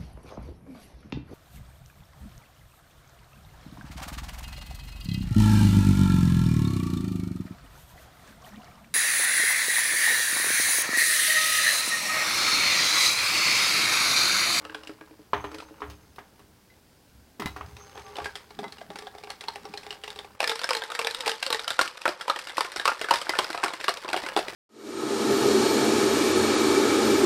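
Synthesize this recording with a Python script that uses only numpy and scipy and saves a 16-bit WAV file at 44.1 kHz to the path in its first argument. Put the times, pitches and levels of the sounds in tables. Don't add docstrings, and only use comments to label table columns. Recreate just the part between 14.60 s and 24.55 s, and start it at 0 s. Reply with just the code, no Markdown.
import sys
import numpy as np
from scipy import signal
from scipy.fft import rfft, irfft, next_fast_len
from scipy.io import wavfile
from scipy.ndimage import map_coordinates

SR = 44100
rng = np.random.default_rng(int(sys.argv[2]) if len(sys.argv) > 2 else 0)


def digitize_waveform(pressure):
    field = np.atleast_2d(pressure).T
    bounded = np.clip(field, -1, 1)
    quanta = np.round(bounded * 32767).astype(np.int16)
    wavfile.write(sys.argv[1], SR, quanta)


N = 438794

# frequency in Hz, relative density in dB per Hz.
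NIGHT_SPECTRUM = [(12, -35), (20, -3), (59, -4.5), (221, 0), (570, -9), (843, -9.5), (1250, -16.5),
                  (1560, -11.5), (1790, -17.5), (4140, -19), (4890, -17), (6290, -21.5), (15800, -23.5)]
# time in seconds, level in dB.
NIGHT_LEVEL = [(0, -59.5), (5.76, -58.5), (5.82, -114), (9.95, -53)]
# frequency in Hz, relative density in dB per Hz.
BOARD_SPECTRUM = [(25, -47), (50, -17), (69, 1.5), (88, -8.5), (107, -4), (140, -15.5), (200, -17),
                  (300, -48)]
# start in seconds, level in dB, t60 in seconds.
BOOMS = [(.74, -39, 0.61), (1.23, -38.5, 0.41), (2.54, -47, 0.31), (2.82, -43.5, 1), (3.03, -45, 0.76),
         (3.36, -48, 0.38), (3.61, -45, 0.27)]
# time in seconds, drink level in dB, chips level in dB, both before trim.
SLOSH_LEVELS = [(0.0, -43, -53), (0.69, -60.5, -66), (0.94, -45, -54), (1.41, -58.5, -65), (2.83, -73, -67),
                (2.97, -55, -55.5), (3.63, -41, -48), (3.77, -55, -58), (5.15, -49.5, -53),
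                (5.85, -54, -57.5), (5.99, -41, -44), (7.01, -45.5, -41.5), (7.51, -43.5, -45.5),
                (8.67, -37, -36.5), (8.9, -37, -38), (9.34, -43, -44), (9.64, -35, -40),
                (9.95, -40.5, -40.5)]
# frequency in Hz, relative density in dB per Hz.
DRINK_SPECTRUM = [(120, -51), (200, -16), (382, -1.5), (447, 1), (518, 10), (736, -4.5), (853, 8.5),
                  (1370, 4.5), (2160, -6), (3000, -4.5), (3900, -101), (6600, -120)]
# frequency in Hz, relative density in dB per Hz.
CHIPS_SPECTRUM = [(1060, -7.5), (1800, 4), (2010, 1.5), (2160, 3.5), (2590, -2.5), (4980, -0.5),
                  (6600, -11), (7780, -9.5), (9240, -11.5), (15100, -26), (15800, -47)]
# second resonance over first, t60 in seconds,
# pitch scatter as a share.
AIR_STATES = [(1.4, .12, .02), (1.9, .12, .015), (1.7, .045, .1)]
# time in seconds, lift in Hz.
THROWS = [(5.801, 220.6), (6.085, 150.9), (6.374, 69.2), (6.599, 90.6), (6.869, 129.6)]
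# start in seconds, wall peak in dB, thud pitch in Hz, clink pitch in Hz,
# thud level in dB, air ring level in dB.
ICE_CONTACTS = [(0.0508, -28.5, 1300, 2800, -35, -44), (0.0962, -36.5, 1600, 2770, -35, -45),
                (0.1462, -26.5, 1550, 3400, -29.5, -43), (0.2343, -35, 830, 2910, -44, -55),
                (0.2726, -28.5, 1630, 2800, -47, -46), (0.294, -41, 1320, 2280, -40.5, -32.5),
                (0.4106, -42, 1630, 2250, -41, -41.5), (0.5098, -49, 630, 2400, -62, -43),
                (0.5934, -56, 977, 4790, -65, -43), (0.9154, -37, 1300, 2480, -39, -38.5),
                (0.9443, -31, 942, 2590, -41, -36.5), (0.9843, -35, 1380, 2980, -44, -40),
                (1.0019, -32.5, 1330, 2600, -37, -43), (1.022, -43, 970, 2520, -40.5, -45),
                (1.1089, -67, 630, 4960, -61, -41.5), (1.204, -44, 950, 2260, -39, -46),
                (3.1673, -35, 974, 2530, -46, -55), (3.3544, -42, 730, 3200, -41, -42.5),
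                (3.3767, -33.5, 1730, 3360, -38, -39.5), (3.395, -36, 884, 2300, -38.5, -47),
                (3.465, -38, 818, 2550, -53, -59), (3.556, -29.5, 844, 2940, -50, -53),
                (3.5667, -27, 786, 3500, -42, -44), (3.5848, -30.5, 716, 2350, -26.5, -33.5),
                (3.6004, -36, 1140, 3060, -33, -41), (3.6188, -41, 824, 2350, -43, -37),
                (3.6442, -26, 1600, 2460, -45, -40), (3.6574, -25.5, 1640, 2210, -27, -36),
                (3.7546, -23, 780, 3370, -42, -45), (3.906, -36.5, 870, 4100, -43, -48),
                (3.9898, -27, 730, 3640, -33.5, -31), (4.0315, -38, 664, 4750, -32, -37),
                (4.0412, -32, 927, 3300, -31, -41), (4.0804, -38, 786, 3930, -49, -53),
                (4.1225, -29, 765, 4200, -61, -48), (4.1828, -33.5, 790, 2830, -56, -48),
                (4.2134, -37, 670, 3200, -33.5, -50), (4.303, -34, 626, 3770, -32.5, -39),
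                (4.357, -30.5, 840, 2230, -37, -43), (4.3872, -27, 1320, 5380, -46, -40),
                (4.4218, -35.5, 850, 2450, -47, -39.5), (4.4695, -29.5, 773, 3490, -33.5, -59),
                (4.5496, -41, 756, 2190, -40.5, -43.5), (4.5824, -38, 730, 3610, -44, -49),
                (4.6359, -31, 754, 2350, -43, -41), (4.6724, -37, 756, 2340, -40.5, -43),
                (4.7023, -24.5, 760, 4270, -35, -59), (4.8083, -26, 2070, 3840, -40, -47),
                (4.8384, -31, 870, 2710, -42, -46), (4.8834, -18.5, 920, 4180, -26, -44),
                (4.9578, -24.5, 800, 2610, -33, -43.5), (5.0529, -34, 820, 5480, -40, -36),
                (5.1382, -29, 800, 2450, -37, -40.5), (5.1745, -25, 786, 4180, -50, -46),
                (5.2318, -35, 770, 2480, -49, -53), (5.2652, -29.5, 816, 3560, -41, -41),
                (5.3059, -22.5, 810, 2860, -44, -40), (5.3266, -30, 750, 2850, -44, -58),
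                (5.437, -25, 1930, 2850, -37, -39.5), (5.4776, -27.5, 877, 2720, -33.5, -42),
                (5.5033, -23.5, 955, 3660, -49, -58), (5.5598, -32, 920, 3790, -42, -42),
                (5.589, -24, 822, 3590, -38, -39), (5.6456, -41, 803, 2500, -42, -42.5),
                (5.8037, -11, 818, 2530, -19, -35), (5.8283, -17, 640, 2530, -23.5, -34),
                (5.8412, -13.5, 1760, 2300, -22, -37), (5.875, -15, 1860, 5080, -37, -33),
                (5.895, -12, 834, 3590, -33, -25.5), (5.916, -21, 1310, 3800, -26, -34),
                (5.9556, -21, 1050, 5360, -32, -52), (5.9923, -20.5, 1580, 4560, -35, -53),
                (6.0155, -24, 1345, 3010, -29, -47), (6.035, -20, 1530, 3640, -30, -53),
                (6.0423, -15.5, 1573, 5310, -24, -56), (6.0904, -16, 1230, 2360, -26.5, -36),
                (6.107, -13, 1070, 5050, -20, -27), (6.132, -15.5, 1040, 2570, -45, -36),
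                (6.1501, -16.5, 1740, 4200, -28, -30), (6.1671, -19.5, 1110, 4150, -39, -39),
                (6.2199, -22, 1603, 3420, -27.5, -44), (6.2369, -21.5, 830, 3780, -42, -37),
                (6.3018, -27.5, 1230, 3770, -30, -49), (6.318, -23.5, 1324, 2520, -26.5, -37),
                (6.35, -22, 1850, 3970, -28.5, -40), (6.3916, -15.5, 1073, 2670, -21.5, -27),
                (6.414, -19.5, 1670, 2330, -33, -32), (6.4466, -14.5, 840, 3470, -32, -31),
                (6.4701, -14, 1750, 2410, -23, -37), (6.5095, -20, 1750, 4030, -50, -48),
                (6.5465, -15, 1340, 3810, -37, -41), (6.6059, -17, 1310, 3760, -38, -66),
                (6.6604, -17.5, 2080, 2400, -40, -39), (6.6674, -19, 820, 4880, -29, -26),
                (6.6772, -13, 836, 2790, -20.5, -39), (6.6937, -14, 1584, 3690, -29, -37),
                (6.7152, -14.5, 1790, 2900, -30, -32), (6.8271, -15, 1600, 2763, -25.5, -47),
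                (6.8642, -12.5, 1200, 4480, -33, -33), (6.9035, -14.5, 1170, 4040, -25, -27.5),
                (6.9268, -10, 1107, 3880, -24, -46), (6.9454, -17.5, 1865, 3790, -23.5, -31),
                (6.9934, -20.5, 1334, 3730, -31, -45), (7.0439, -26, 1424, 4880, -34, -57),
                (7.0785, -15.5, 1354, 3040, -25.5, -52), (7.1043, -13, 1402, 3600, -24, -47),
                (7.1912, -14, 1410, 3620, -10.5, -41), (7.2123, -13.5, 1100, 4180, -17.5, -30),
                (7.2568, -27, 1265, 4860, -30, -50), (7.2771, -19.5, 1160, 2690, -37, -55),
                (7.3724, -30.5, 1450, 2490, -39.5, -66), (7.4172, -24, 1335, 2540, -42, -56),
                (7.455, -17.5, 1400, 2190, -15, -54), (7.4784, -14, 611, 2430, -20, -30),
                (7.4895, -20.5, 590, 4820, -28, -30), (7.6102, -22.5, 1366, 3300, -30.5, -54),
                (7.68, -24.5, 1000, 3170, -22, -49), (7.6983, -12, 1250, 4003, -15.5, -41),
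                (7.7602, -22, 1840, 3190, -30, -42), (7.789, -23.5, 1290, 2640, -31, -61),
                (7.871, -26, 1404, 2840, -33, -66), (7.8952, -27, 1566, 3650, -33, -63),
                (7.9013, -32, 2030, 3530, -36, -60), (7.9696, -24, 1930, 2540, -29.5, -46),
                (7.9809, -16.5, 1079, 2560, -13.5, -35), (8.0072, -13, 1056, 4730, -16, -35),
                (8.0478, -22.5, 1430, 2180, -32, -37), (8.1187, -26.5, 1485, 4170, -39, -60),
                (8.1613, -20, 1456, 5480, -25.5, -33), (8.1973, -19, 1655, 3700, -26.5, -48),
                (8.2548, -12, 1105, 2200, -16.5, -43), (8.277, -11, 1230, 2590, -13.5, -34),
                (8.2925, -34, 1390, 2340, -17, -52), (8.4136, -18, 1540, 2700, -25, -29),
                (8.4434, -24, 1700, 3330, -24, -36), (8.486, -27.5, 1490, 2250, -24.5, -40),
                (8.5091, -9.5, 939, 2900, -7, -35), (8.538, -13, 950, 5050, -19.5, -31),
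                (8.557, -20.5, 1400, 3600, -30, -42), (8.615, -20, 1250, 3040, -28, -56),
                (8.6676, -41, 1506, 2260, -27, -42), (8.6935, -13.5, 1980, 4920, -22, -25.5),
                (8.736, -34, 1440, 2250, -24, -48), (8.753, -21.5, 1740, 2370, -26.5, -44),
                (8.7875, -10, 1058, 3236, -18, -24), (8.7929, -17, 607, 3090, -22.5, -24),
                (8.8435, -21, 1450, 4940, -30, -55), (8.9014, -25, 1480, 4030, -30, -33),
                (8.9291, -23.5, 2020, 3770, -34, -41), (8.9456, -29, 700, 2500, -25, -41),
                (8.976, -21.5, 1296, 2490, -30, -48), (8.9994, -33, 1036, 2650, -37, -50),
                (9.0314, -25, 1558, 2160, -21, -37), (9.0371, -13, 1060, 2600, -16.5, -28),
                (9.0444, -13.5, 1130, 2180, -27, -24.5), (9.0598, -29, 1410, 5100, -22.5, -49),
                (9.0813, -21.5, 1130, 2200, -27, -48), (9.1044, -31, 900, 3760, -30.5, -48),
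                (9.1354, -23.5, 1040, 3420, -30.5, -40), (9.2012, -29, 1530, 3630, -36, -42),
                (9.211, -25.5, 1945, 2560, -39, -40), (9.2417, -19, 1730, 2260, -28.5, -39),
                (9.2815, -12.5, 1150, 2860, -13, -28), (9.2918, -13, 703, 4300, -19.5, -31),
                (9.371, -23.5, 1130, 2610, -40, -43), (9.447, -27.5, 1030, 3740, -32, -32.5),
                (9.4804, -29, 1150, 4720, -32, -45), (9.488, -23, 828, 2590, -33, -34.5),
                (9.5004, -30, 890, 4400, -31.5, -44), (9.5304, -14, 1480, 2290, -22.5, -31),
                (9.5418, -28, 730, 3300, -18.5, -31), (9.5632, -19.5, 702, 2870, -23, -25),
                (9.5737, -21, 877, 2190, -27, -38), (9.6367, -27, 606, 2540, -31.5, -33.5),
                (9.6633, -23.5, 1500, 2190, -27.5, -35), (9.6869, -22, 1680, 2550, -27.5, -43),
                (9.7644, -14.5, 764, 3540, -15.5, -21), (9.7731, -18, 830, 3460, -18, -21),
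                (9.7894, -20.5, 628, 2660, -21, -24.5), (9.882, -20, 1990, 2390, -32, -30),
                (9.9284, -53, 1530, 2400, -40, -40)]
# frequency in Hz, level in dB, t60 in seconds.
WALL_MODES = [(2290, -31.5, 0.075), (2583, -8, 0.051), (2790, -2, 0.033), (3282, 9.5, 0.012),
              (3814, 2, 0.033), (4285, 6.5, 0.013), (4970, 0, 0.025), (5580, -6, 0.037)]
# frequency in Hz, level in dB, t60 in seconds.
BASE_MODES = [(700, 2, 0.023), (894, 2, 0.0068), (1060, -7.5, 0.018), (1210, -16.5, 0.012),
              (1553, -7, 0.063)]
# frequency in Hz, width in Hz, level in dB.
CRACK_RESONANCES = [(7450, 2700, -17), (7870, 1140, 7), (10200, 5500, 0.5), (12800, 4300, -2.5)]
# start in seconds, level in dB, then low and bright parts
# in dB relative to it, before trim.
KNOCKS = [(0.733, -9.5, -17.5, -34), (0.842, -21, -12, -27), (1.219, -21.5, -12, -41),
          (1.299, -37, -12, -6), (1.56, -48, -22, 2), (1.584, -26.5, -19.5, -27), (1.794, -43, -7.5, -10),
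          (2.797, -27, -5.5, -6.5), (2.82, -22.5, -12, -13), (2.858, -24.5, -44, -6.5),
          (2.963, -27, -18, -19), (3.01, -24, -20.5, -42)]
# frequency in Hz, level in dB, t60 in seconds.
TABLE_MODES = [(300.3, -6, 0.45), (411.6, 3, 0.21), (746, 0, 0.2), (830, -15, 0.27), (940, -9, 0.23),
               (1130, 21.5, 0.0073), (1373, -21, 0.41), (1880, -3, 0.13)]
# start in seconds, level in dB.
GLASS_JOLTS = [(.735, -44), (1.22, -52), (2.86, -49), (3.17, -42), (3.36, -61), (3.58, -60)]
# frequency in Hz, level in dB, t60 in seconds.
GLASS_MODES = [(6320, 14, 1.9), (5730, 10, 0.43), (7100, -17, 0.3)]
# start in seconds, level in dB.
CAP_CLANKS = [(2.101, -51.5), (2.798, -38), (2.82, -41), (2.859, -28), (2.963, -62), (4.042, -36),
              (4.21, -48), (8.42, -32), (8.695, -29), (8.93, -35), (9.14, -40), (9.64, -34)]
# frequency in Hz, level in dB, t60 in seconds.
CAP_MODES = [(2034, 23, 0.077), (3900, 9, 0.14), (4170, -37, .09)]
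# start in seconds, level in dB, start and end pitch in Hz, t60 in seconds.
PUFFS = [(2.796, -30.5, 302, 130, 0.14), (2.858, -20.5, 234, 110, 0.027)]
# centre in seconds, level in dB.
GRIP_SHIFTS = [(3.62, -50.5), (4.02, -48), (4.32, -49.5), (5.1, -51)]
# frequency in Hz, t60 in seconds.
YARD_T60 = [(200, 0.22), (1500, 0.21), (6000, 0.19), (14000, 0.082)]

T = np.arange(SR // 2) / SR
TIME_S = np.arange(N) / SR
TOP_HZ = 16000
CAP_ON_S, FROTH_S, HARD_SHAKE_S = 2.8, 7.06, THROWS[0][0]
OPEN_HZ, SHUT_HZ, FROTHY_HZ, SHAKEN_HZ = 309.5, 415.3, 384, 441.7
GATHER_S, SETTLE_S = 0.053, 0.035
THUD_CREST_DB, AIR_CREST_DB = 5, 6
CRACK_DB, CRACK_DB_PER_DB, CRACK_SCATTER_DB, AIRBORNE_DB = -50.5, 1.204, 2.5, 6
DRINK_TRIM_DB, CHIPS_TRIM_DB, SURGE_DB = -7.5, -7, -32.5
TICKS_PER_S, TICK_SPREAD_DB, TICK_DB = 17, 9, -12.5
BOOM_RISE_S, TREMBLE_DB, LIFTED_S = 0.024, -65, 5.8
GRIP_S = 0.068
YARD_DB = -11.5


def amp(db):
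    return np.exp(np.asarray(db) * (np.log(10) / 20))


def decay(t, t60):
    return amp(-60 * t / t60)


def unit(x):
    return x / np.sqrt(np.mean(x ** 2) + 1e-20)


def peak(x):
    return x / np.max(np.abs(x))


def place(out, start_s, sound):
    out[round(start_s * SR):][:len(sound)] += sound


def along(points, hz):
    f, v = np.transpose(points)
    return np.interp(np.log(hz + 1), np.log(f + 1), v)


def curves(rows):
    s, *cols = np.transpose(rows)
    return [np.interp(TIME_S, s, c) for c in cols]


def wobble(knots_per_s):
    coarse = np.arange(0, N + 16, 16)
    knots = rng.standard_normal(int(N * knots_per_s / SR) + 4)
    return np.interp(np.arange(N), coarse, map_coordinates(knots, [coarse * knots_per_s / SR]))


def filtered(x, response):
    m = next_fast_len(x.shape[-1] + 1024)
    return irfft(rfft(x, m) * response(np.fft.rfftfreq(m, 1 / SR)), m)[..., :x.shape[-1]]


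def coloured(x, spectrum):
    return unit(filtered(x, lambda hz: amp(along(spectrum, hz))))


def grains(rate, spread_db, life_s):
    starts = (rng.random(N) < rate / SR) * amp(spread_db * rng.exponential(size=N))
    swell = signal.fftconvolve(starts, decay(T[:SR // 10], life_s))[:N]
    return unit(np.abs(swell) * rng.standard_normal(N))


def ring(modes, t, spread_db, detune):
    hz, db, t60 = np.transpose(modes)[:, :, None]
    strength, pitch, sign = rng.standard_normal((3, len(modes), 1))
    swing = np.sin(2 * np.pi * hz * (1 + detune * pitch) * t) * np.sign(sign)
    return peak(np.sum(amp(db + spread_db * strength) * decay(t, t60) * swing, axis=0))


def note(hz, t, t60, tail_db, tail_t60, bend):
    turn = 2 * np.pi * hz * t * (1 + bend * rng.standard_normal() * t)
    return (decay(t, t60) + amp(tail_db) * decay(t, tail_t60)) * np.sin(turn)


def chatter(t, lumps_db):
    knots = rng.standard_normal(len(t) // 60 + 2)
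    lumps = np.interp(t * SR / 60, np.arange(len(knots)), knots)
    return (1 - np.exp(-t / 0.00053)) * amp(lumps_db * lumps)


def fading(spectrum, t, snap_s, wash_s, wash_db):
    fall = decay(t, snap_s) + amp(wash_db) * decay(t, wash_s)
    return peak(coloured(rng.standard_normal(len(t)), spectrum) * fall * chatter(t, lumps_db=3.5))


def night_air():
    return amp(curves(NIGHT_LEVEL)[0]) * coloured(rng.standard_normal(N), NIGHT_SPECTRUM)


def table_boom():
    swing = amp(TREMBLE_DB) * (TIME_S < LIFTED_S)
    for start_s, db, t60 in BOOMS:
        age = np.maximum(TIME_S - start_s, 0)
        swing = swing + amp(db) * decay(age, t60) * (1 - np.exp(-age / BOOM_RISE_S))
    return swing * amp(0.83 * wobble(9.6)) * coloured(rng.standard_normal(N), BOARD_SPECTRUM)


def stage():
    return np.searchsorted([CAP_ON_S, FROTH_S], TIME_S)


def air_turns():
    stages, shaking = stage(), TIME_S > HARD_SHAKE_S
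    first_hz = np.array([OPEN_HZ, SHUT_HZ, FROTHY_HZ])[stages]
    first_hz = first_hz + (SHAKEN_HZ - SHUT_HZ) * shaking * (stages == 1)
    for s, lift_hz in THROWS:
        distance = np.maximum((s - TIME_S) / GATHER_S, (TIME_S - s) / SETTLE_S)
        first_hz = first_hz + lift_hz * np.exp(-distance) * shaking
    ratio = np.array(AIR_STATES)[stages, 0]
    spacing = 1 + np.arange(3)[:, None] * (ratio - 1)
    return np.cumsum(2 * np.pi / SR * first_hz * spacing, axis=1)


def surge(lead_s, after_s):
    blows, t = np.zeros(N), T[:SR // 4]
    for start_s, db, *_ in ICE_CONTACTS:
        blows[round(start_s * SR)] += amp(2 * db)
    shape = np.concatenate([decay(t[::-1], lead_s), decay(t, after_s)])
    energy = signal.fftconvolve(blows, shape ** 2)[len(t):][:N]
    return np.sqrt(np.abs(energy))


def ticks():
    out = np.zeros(N)
    for hz, db, t60 in WALL_MODES + BASE_MODES:
        luck_db = TICK_SPREAD_DB * np.minimum(rng.exponential(size=N), 2)
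        taps = (rng.random(N) < TICKS_PER_S / SR) * amp(db + luck_db)
        keep, step = decay(1 / SR, t60), 2 * np.pi * hz / SR
        out += signal.lfilter([np.sin(step)], [1, -2 * keep * np.cos(step), keep ** 2], taps)
    return unit(out)


def air_hum():
    voices = [wobble(24) * np.sin(turn) + wobble(24) * np.cos(turn) for turn in air_turns()]
    ringing = np.clip(np.array(AIR_STATES)[stage(), 1] / 0.12, 0, 1) ** 2
    return ringing * amp(3.3 * wobble(10) - 4) * (amp([-1.5, -4, -9]) @ voices)


def slosh():
    drink_db, chips_db = curves(SLOSH_LEVELS)
    drink = grains(rate=220, spread_db=2, life_s=0.025) + 0.4 * rng.standard_normal(N)
    chips = grains(rate=350, spread_db=2.3, life_s=0.012) + 0.3 * rng.standard_normal(N)
    drink, chips = coloured(drink, DRINK_SPECTRUM), coloured(chips, CHIPS_SPECTRUM)
    drink_gain = amp(drink_db + DRINK_TRIM_DB) + amp(SURGE_DB) * surge(lead_s=0.033, after_s=0.21)
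    chips_gain = amp(chips_db + CHIPS_TRIM_DB) + amp(SURGE_DB) * surge(lead_s=0.03, after_s=0.24)
    return drink_gain * (drink + air_hum()) + chips_gain * (chips + amp(TICK_DB) * ticks())


def ice_thud(hz, t):
    thud = note(hz, t, t60=0.034, tail_db=-27.5, tail_t60=0.45, bend=0.44)
    thud = thud + 0.58 * ring(BASE_MODES, t, spread_db=1.5, detune=0.05)
    splash = fading(DRINK_SPECTRUM, t, snap_s=0.029, wash_s=0.2, wash_db=-37)
    return peak(thud * chatter(t, lumps_db=6.5) + 0.76 * splash)


def ice_clink(hz, t):
    wall = 0.91 * note(hz, t, t60=0.011, tail_db=-24, tail_t60=0.013, bend=0.31)
    wall = wall + 0.51 * ring(WALL_MODES, t, spread_db=1.5, detune=0.025)
    dense = fading(CHIPS_SPECTRUM, t, snap_s=0.021, wash_s=0.22, wash_db=-16.0)
    return peak(wall * chatter(t, lumps_db=6.0) + 0.64 * dense)


def crack_response(f):
    total = 0
    for k, (centre, width, db) in enumerate(CRACK_RESONANCES):
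        total = total + (-1) ** k * amp(db) * 1j * f * width / (centre ** 2 - f * f + 1j * f * width)
    return total


def ice_crack(t):
    burst = rng.standard_normal(len(t)) * (decay(t, 0.0078) + amp(-58) * decay(t, 0.016))
    return peak(filtered(burst, crack_response))


def ice_air(turn, t, t60, scatter):
    turn = turn * np.exp(scatter * rng.standard_normal((3, 1)))
    return peak(amp([0, -5, -12]) @ np.sin(turn) * decay(t, t60) * (1 - np.exp(-t / 0.00033)))


def ice():
    out, t = np.zeros(N + SR), T[:SR // 10]
    turns = np.pad(air_turns(), ((0, 0), (0, SR)), "edge")
    stages = stage()
    for start_s, db, thud_hz, clink_hz, thud_db, air_db in ICE_CONTACTS:
        i = round(start_s * SR)
        _, air_t60, scatter = AIR_STATES[stages[i]]
        turn = turns[:, i:i + len(t)] - turns[:, i:i + 1]
        crack_db = CRACK_DB + CRACK_DB_PER_DB * (db + 28.5) + AIRBORNE_DB * (start_s > HARD_SHAKE_S)
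        crack_db += CRACK_SCATTER_DB * rng.standard_normal()
        contact = amp(air_db + AIR_CREST_DB) * ice_air(turn, t, air_t60, scatter)
        contact += amp(thud_db + THUD_CREST_DB) * ice_thud(thud_hz, t)
        contact += amp(db) * ice_clink(clink_hz, t) + amp(crack_db) * ice_crack(t)
        place(out, start_s, contact)
    return filtered(out[:N], lambda hz: (1j * hz / (1j * hz + 150)) ** 4)


def knocks():
    out = np.zeros(N + SR)
    low_modes = [m for m in TABLE_MODES if m[0] < 600]
    middle_modes = [m for m in TABLE_MODES if m[0] >= 600]
    # frequency in Hz, relative density in dB per Hz.
    rattle_spectrum = [(160, -70), (250, -1), (500, -6), (1000, 6), (2000, -5.0), (3500, -13.5), (12000, -65)]
    slap_spectrum = [(600, -60), (1500, -32), (2500, -3), (5000, -6.0), (7000, -14.5), (15000, -17)]
    for start_s, db, low_db, bright_db in KNOCKS:
        low = ring(low_modes, T, spread_db=2.5, detune=0.012)
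        middle = ring(middle_modes, T, spread_db=2.5, detune=0.012)
        rattle = fading(rattle_spectrum, T, snap_s=0.046, wash_s=0.26, wash_db=-7.0)
        slap = fading(slap_spectrum, T, snap_s=0.024, wash_s=0.2, wash_db=-8.5)
        knock = amp(low_db + 1.5) * low + amp(-1.5) * middle
        knock += amp(bright_db + 6.0) * slap + amp(-3.0) * rattle
        place(out, start_s, amp(db) * knock)
    return out[:N]


def glass():
    out, t = np.zeros(N + SR), np.arange(SR) / SR
    for start_s, db in GLASS_JOLTS:
        tone = ring(GLASS_MODES, t, spread_db=1.5, detune=0.004)
        place(out, start_s, amp(db) * tone * (1 - np.exp(-t / 0.004)))
    return out[:N] * (0.17 + 0.31 * wobble(300)) * amp(0.93 * wobble(29.4))


def cap_clanks():
    out = np.zeros(N + SR)
    for start_s, db in CAP_CLANKS:
        place(out, start_s, amp(db) * ring(CAP_MODES, T, spread_db=2, detune=0.002))
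    return out[:N]


def cap_puffs():
    out = np.zeros(N + SR)
    for start_s, db, start_hz, end_hz, t60 in PUFFS:
        hz = end_hz + (start_hz - end_hz) * np.exp(-T / 0.018)
        place(out, start_s, amp(db) * decay(T, t60) * np.sin(np.cumsum(2 * np.pi * hz / SR)))
    return out[:N]


def hand_rub():
    swells = sum(amp(db) * np.exp(-((TIME_S - s) / GRIP_S) ** 2) for s, db in GRIP_SHIFTS)
    spectrum = [(40, -70), (90, -30), (170, 0), (300, -2), (500, -25), (1500, -90)]  # (Hz, dB per Hz)
    return swells * coloured(grains(rate=90, spread_db=2, life_s=0.05), spectrum)


def yard(x):
    hz, t, z = signal.stft(rng.standard_normal(SR // 3), SR, nperseg=256)
    tail = signal.istft(z * decay(t, along(YARD_T60, hz)[:, None]), SR, nperseg=256)[1]
    delayed = np.pad(x, (200, 0))
    return signal.fftconvolve(delayed, tail / np.linalg.norm(tail))[:N]


def scene():
    blows = ice() + knocks() + glass() + cap_clanks() + cap_puffs()
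    beds = night_air() + table_boom() + slosh() + hand_rub()
    return (blows + amp(YARD_DB) * yard(blows) + beds)[None]


def record(dry):
    clipped = dry / (1 + np.abs(dry / 0.44) ** 8) ** (1 / 8)
    return filtered(clipped, lambda hz: hz < TOP_HZ)


dry = scene()
out = record(dry)
digitize_waveform(out)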